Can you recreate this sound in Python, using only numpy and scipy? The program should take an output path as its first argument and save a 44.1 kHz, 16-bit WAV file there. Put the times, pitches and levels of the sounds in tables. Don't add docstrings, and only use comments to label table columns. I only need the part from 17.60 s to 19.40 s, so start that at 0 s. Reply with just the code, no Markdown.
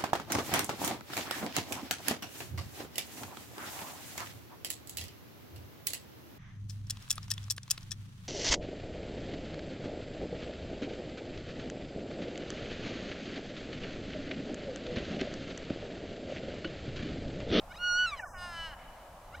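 import sys
import numpy as np
from scipy import signal
from scipy.fft import rfft, irfft
from scipy.io import wavfile

SR = 44100
rng = np.random.default_rng(int(sys.argv[2]) if len(sys.argv) > 2 else 0)


def file_out(sig):
    cols = np.atleast_2d(sig).T
    lim = np.clip(cols, -1, 1)
    pcm = np.round(lim * 32767).astype(np.int16)
    wavfile.write(sys.argv[1], SR, pcm)


N = 79380


def from_db(db):
    return 10 ** (np.asarray(db) / 20)


def unit_power(sound):
    return sound / np.sqrt(np.mean(sound ** 2) + 1e-20)


def over_time(table):
    times, *columns = np.transpose(table)
    return [np.interp(np.arange(N) / SR, times, column) for column in columns]


def share(table):
    return np.clip(over_time(table)[0], 0, 1)


def at_hz(table, hz):
    frequencies, values = np.transpose(table)
    return np.interp(np.log(np.maximum(hz, 1)), np.log(frequencies), values)


def bin_hz():
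    return np.arange(N // 2 + 1) * SR / N


def noise(spectrum):
    return irfft(rfft(rng.standard_normal(N)) * from_db(at_hz(spectrum, bin_hz())), N)


def drift(per_s):
    return unit_power(irfft(rfft(rng.standard_normal(N)) / (1 + (bin_hz() / per_s) ** 2), N))


# frequency_hz, likeness
STEREO_LIKENESS = [(100, .9999), (300, .997), (700, 0.99), (2000, 0.48), (4500, 0.25), (8000, 0.15),
                   (13000, .05)]

def stereo_noise(spectrum):
    alike = np.clip(at_hz(STEREO_LIKENESS, bin_hz()), 0, 1)
    common, difference = rfft(noise(spectrum)), rfft(noise(spectrum))
    spread = np.sqrt((1 - alike) / (1 + alike))
    return irfft(common + spread * difference * np.array([[1], [-1]]), N)


# frequency_hz, level_db
TREE_WIND_TONE = [(110, -36), (180, -10), (262, -10.5), (320, -11.5), (420, -13.5), (490, -8), (570, -1),
                  (760, 0), (890, -2.5), (1220, -7), (1880, -18.5), (2360, -20), (2840, -23), (4500, -26.5),
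                  (8610, -29), (15100, -31.5), (16000, -37.5)]

def wind_in_trees():
    level_db = -52.5 + .15 * drift(per_s=2.36)
    return unit_power(stereo_noise(TREE_WIND_TONE)) * from_db(level_db)


# frequency_hz, level_db
RUMBLE_TONE = [(3, -38.5), (14, 3.5), (25, -2), (38, -0.5), (58, -7.5), (85, -3.5), (120, -15.5),
               (170, -14), (260, -26), (500, -57.5)]
# time_s, level_db
BREEZE_LEVEL = [(0, -54.5), (.3, -52), (.6, -54.5), (.8, -50.5), (1.2, -53), (1.42, -56.5), (1.6, -56),
                (1.8, -51.5)]

def wind_at_microphone():
    level_db = over_time(BREEZE_LEVEL)[0] + 1.2 * drift(per_s=5.1)
    return unit_power(noise(RUMBLE_TONE)) * from_db(level_db)


def resonance_db(resonances, hz):
    power = sum(from_db(db) ** 2 / (1 + (2 * (hz - centre) / width) ** 2) ** 2
                for centre, width, db in resonances)
    return 10 * np.log10(power + 1e-14)


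# centre_hz, width_hz, level_db
NASAL_RESONANCES = [(740, 194, 0.5), (1113, 124, 6), (1488, 79, 7.5), (1803, 175, 2), (2272, 188, 0),
                    (2960, 410, -7.5), (3883, 355, -8), (5060, 216, -13.5), (6140, 830, -21),
                    (7830, 1000, -26.5), (10200, 560, -34.5)]
# centre_hz, width_hz, level_db, jaw_down_centre_hz, jaw_down_level_db
MOAN_RESONANCES = [(972.5, 335, -1.5, 900, -5), (1535, 594, 1, 1616, 5), (2843, 165, -2.5, 2965, 10),
                   (3700, 890, -11.5, 4000, -16), (4225, 450, -22, 4170, -9.5),
                   (5050, 318, -2, 5160, -10.5), (6440, 590, -16, 6180, -22), (8400, 910, -15, 7830, -27.5),
                   (10300, 1100, -21, 10000, -35)]
# time_s, open_share
MOUTH_OPENING = [(.735, 0), (.785, 1), (1.3, 1), (1.5, 0)]
# time_s, dropped_share
JAW_DROP = [(.85, 0.11), (1.0, 0.98)]

def throat_db(hz, sounding):
    mouth, jaw = share(MOUTH_OPENING)[sounding], share(JAW_DROP)[sounding]
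    moan = [(centre + (down_hz - centre) * jaw, width, db + (down_db - db) * jaw)
            for centre, width, db, down_hz, down_db in MOAN_RESONANCES]
    return (1 - mouth) * resonance_db(NASAL_RESONANCES, hz) + mouth * resonance_db(moan, hz)


# round_db, shrill_db
SQUEAL_HARMONICS = [(1, 0.5), (-3.0, -18), (-14.5, -12.5), (-20.5, -15.5), (-34.5, -32.5), (-56, -36.0),
                    (-41.5, -67.5), (-65, -65)]
# time_s, strain_share
SQUEAL_STRAIN = [(0.22, -0.15), (0.27, 0.13), (0.33, 0.96), (0.36, 0.69), (0.398, -0.048), (0.458, 0.15)]

def squeal_db(harmonic, sounding):
    round_db, shrill_db = SQUEAL_HARMONICS[min(harmonic, len(SQUEAL_HARMONICS)) - 1]
    return round_db + (shrill_db - round_db) * share(SQUEAL_STRAIN)[sounding]


# time_s, pitch_hz
CALL_PITCHES = [
    [(.09, 718), (.118, 731), (.135, 844), (.15, 990), (.156, 1000), (.161, 1250), (.175, 1266),
     (.187, 1404), (.21, 1434), (.26, 1452), (.325, 1437), (.36, 1448), (.39, 1473), (.452, 1473),
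     (.459, 1447), (.464, 1377), (.505, 1294), (.52, 1192), (.548, 1121), (.57, 1030), (.59, 979),
     (.605, 858.7), (.625, 774), (.648, 720), (.656, 602), (.675, 545.3), (.69, 475.3), (.72, 415.6),
     (.755, 366.7), (.78, 360.8), (.85, 356.7), (.95, 336.4), (1.06, 327.2), (1.11, 301.2), (1.165, 244.5)],
    [(1.72, 641), (1.75, 731.5), (1.77, 894), (1.8, 1117), (1.82, 1270)],
]
# time_s, level_db, brightness_db_per_octave
CALL_EFFORTS = [
    [(.09, -66, 0), (.115, -52.5, 1.1), (.14, -55.5, 1.5), (.175, -44.5, 0.9), (.2, -46, 0.5),
     (.24, -33.5, 0.14), (.3, -30, 2.26), (.35, -30, 2.2), (.42, -28.5, -0.65), (.455, -32, -0.5),
     (.48, -26, -1), (.51, -40.5, 0.9), (.535, -39.5, 2.3), (.56, -54.5, 2.7), (.588, -48, 5),
     (.6, -37, -1), (.615, -53, 6.5), (.645, -42, -5.5), (.68, -55, 6.5), (.71, -62.5, 8.5),
     (.74, -51.5, 2), (.76, -50.5, -0.7), (.84, -44.5, -0.3), (.92, -47.5, 1), (1.0, -47.5, 2.8),
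     (1.06, -48, 3.3), (1.11, -56, 2), (1.14, -51.5, -3.5), (1.165, -70, -17)],
    [(1.725, -47.5, -7), (1.75, -47.5, 0.5), (1.77, -64, 8.5), (1.785, -56.5, 0), (1.8, -54, -21)],
]
# time_s, squeal_share
SQUEAL_AMOUNT = [(.185, 0), (.215, 0.98), (.452, 0.95), (.47, 0.11)]
# frequency_hz, left_minus_right_db
VOICE_BALANCE = [(700, -1.5), (1150, -1.5), (1450, -2.45), (1800, 3), (2900, -0.3), (4400, 0.9), (9000, 1)]

def elk_call(pitch, effort):
    pitch_wobble_share, level_wobble_db, rasp_db = .00083, .5, -40
    low_hz, bright_from_hz, top_hz = 510, 1400, 13500
    fade_s, right_leads_s = .006, .00001
    thin_start_db, thin_start_s = -23, .06
    start, end = pitch[0][0], pitch[-1][0]
    t = np.arange(N) / SR
    sounding = (t > start) & (t < end)
    t = t[sounding]
    pitch_hz = (over_time(pitch)[0] * (1 + pitch_wobble_share * drift(per_s=156)))[sounding]
    level_db, brightness = (curve[sounding] for curve in over_time(effort))
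    level_db = level_db + level_wobble_db * drift(per_s=20)[sounding]
    squeal = share(SQUEAL_AMOUNT)[sounding]
    cycles = np.cumsum(pitch_hz) / SR + np.array([[0], [right_leads_s]]) * pitch_hz
    fade = np.clip(np.minimum(t - start, end - t) / fade_s, 0, 1)
    air = from_db(rasp_db) * (drift(per_s=920) + 1j * drift(per_s=920))
    call = np.zeros((2, N))
    for harmonic in range(1, 37):
        hz = harmonic * pitch_hz
        tone_db = (1 - squeal) * throat_db(hz, sounding) + squeal * squeal_db(harmonic, sounding)
        if harmonic == 1:
            tone_db += thin_start_db * np.clip(1 - (t - start) / thin_start_s, 0, 1)
        treble_db = brightness * np.log2(np.maximum(hz / bright_from_hz, 1))
        balance_db = at_hz(VOICE_BALANCE, hz) * np.array([[.5], [-.5]])
        gain = from_db(level_db + tone_db + treble_db + balance_db)
        gain /= 1 + (low_hz / hz) ** 4
        gain /= 1 + (hz / top_hz) ** 20
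        rasp = 1 + np.roll(air, rng.integers(N))[sounding]
        phase = 2 * np.pi * harmonic * cycles - .12 * harmonic ** 2
        wave = np.imag(rasp * np.exp(1j * phase))
        call[:, sounding] += np.sqrt(2) * fade * gain * wave
    return call


# frequency_hz, level_db
ECHO_TONE = [(500, -13), (1450, -20.5), (2200, -15), (3000, -20), (4200, -33), (6000, -33), (12000, -40)]
# time_s, sent_to_forest_db
TURN_TO_TREES = [(.45, -13.5), (.6, -9.5), (.9, 3)]

def forest_echo(voice):
    build_s, fall_60_db_s = .12, 1.7
    t = np.arange(N) / SR
    swell = (1 - np.exp(-t / build_s)) * from_db(-60 * t / fall_60_db_s)
    reflections = stereo_noise(ECHO_TONE) * swell / np.sqrt(np.sum(swell ** 2))
    sent = voice.mean(axis=0)[None] * from_db(over_time(TURN_TO_TREES)[0])
    return signal.fftconvolve(sent, reflections, axes=1)[:, :N]


# time_s, level_db
BREATH_LEVEL = [(.15, -99), (.21, -62), (.35, -69), (.45, -56.5), (.55, -56), (.64, -65), (1.16, -87),
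                (1.195, -58), (1.3, -67), (1.4, -64), (1.52, -83)]
# frequency_hz, level_db
BREATH_TONE = [(900, -10), (1550, 2.5), (2200, 3), (2900, -7.5), (4000, -9.5), (6500, -39)]

def breath():
    return from_db(over_time(BREATH_LEVEL)[0]) * unit_power(noise(BREATH_TONE))


def within(x, low, high, edge):
    return np.clip(np.minimum(x - low, high - x) / edge + .5, 0, 1)


# start_s, end_s, low_hz, high_hz, change_db
DULL_MOMENTS = [(0.597, 0.77, 3090, 4985, -58), (0.635, 0.736, 1900, 3200, -25),
                (1.16, 1.167, 2848, 5298, -8)]

def treble_dips(sound):
    edge_s, edge_hz = .03, 250
    hz, times, slices = signal.stft(sound, SR, nperseg=512, noverlap=384)
    dip_db = sum(db * np.outer(within(hz, low, high, edge_hz), within(times, start, end, edge_s))
                 for start, end, low, high, db in DULL_MOMENTS)
    return signal.istft(slices * from_db(dip_db), SR, nperseg=512, noverlap=384)[1][:, :N]


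def scene():
    calls = sum(elk_call(pitch, effort) for pitch, effort in zip(CALL_PITCHES, CALL_EFFORTS))
    voice = calls + breath()
    return voice + forest_echo(voice) + wind_in_trees() + wind_at_microphone()


def record(dry):
    cutoff_hz = 15800
    top_cut = signal.ellip(12, .1, 90, cutoff_hz, fs=SR, output="sos")
    return signal.sosfilt(top_cut, treble_dips(dry))


dry = scene()
out = record(dry)
file_out(out)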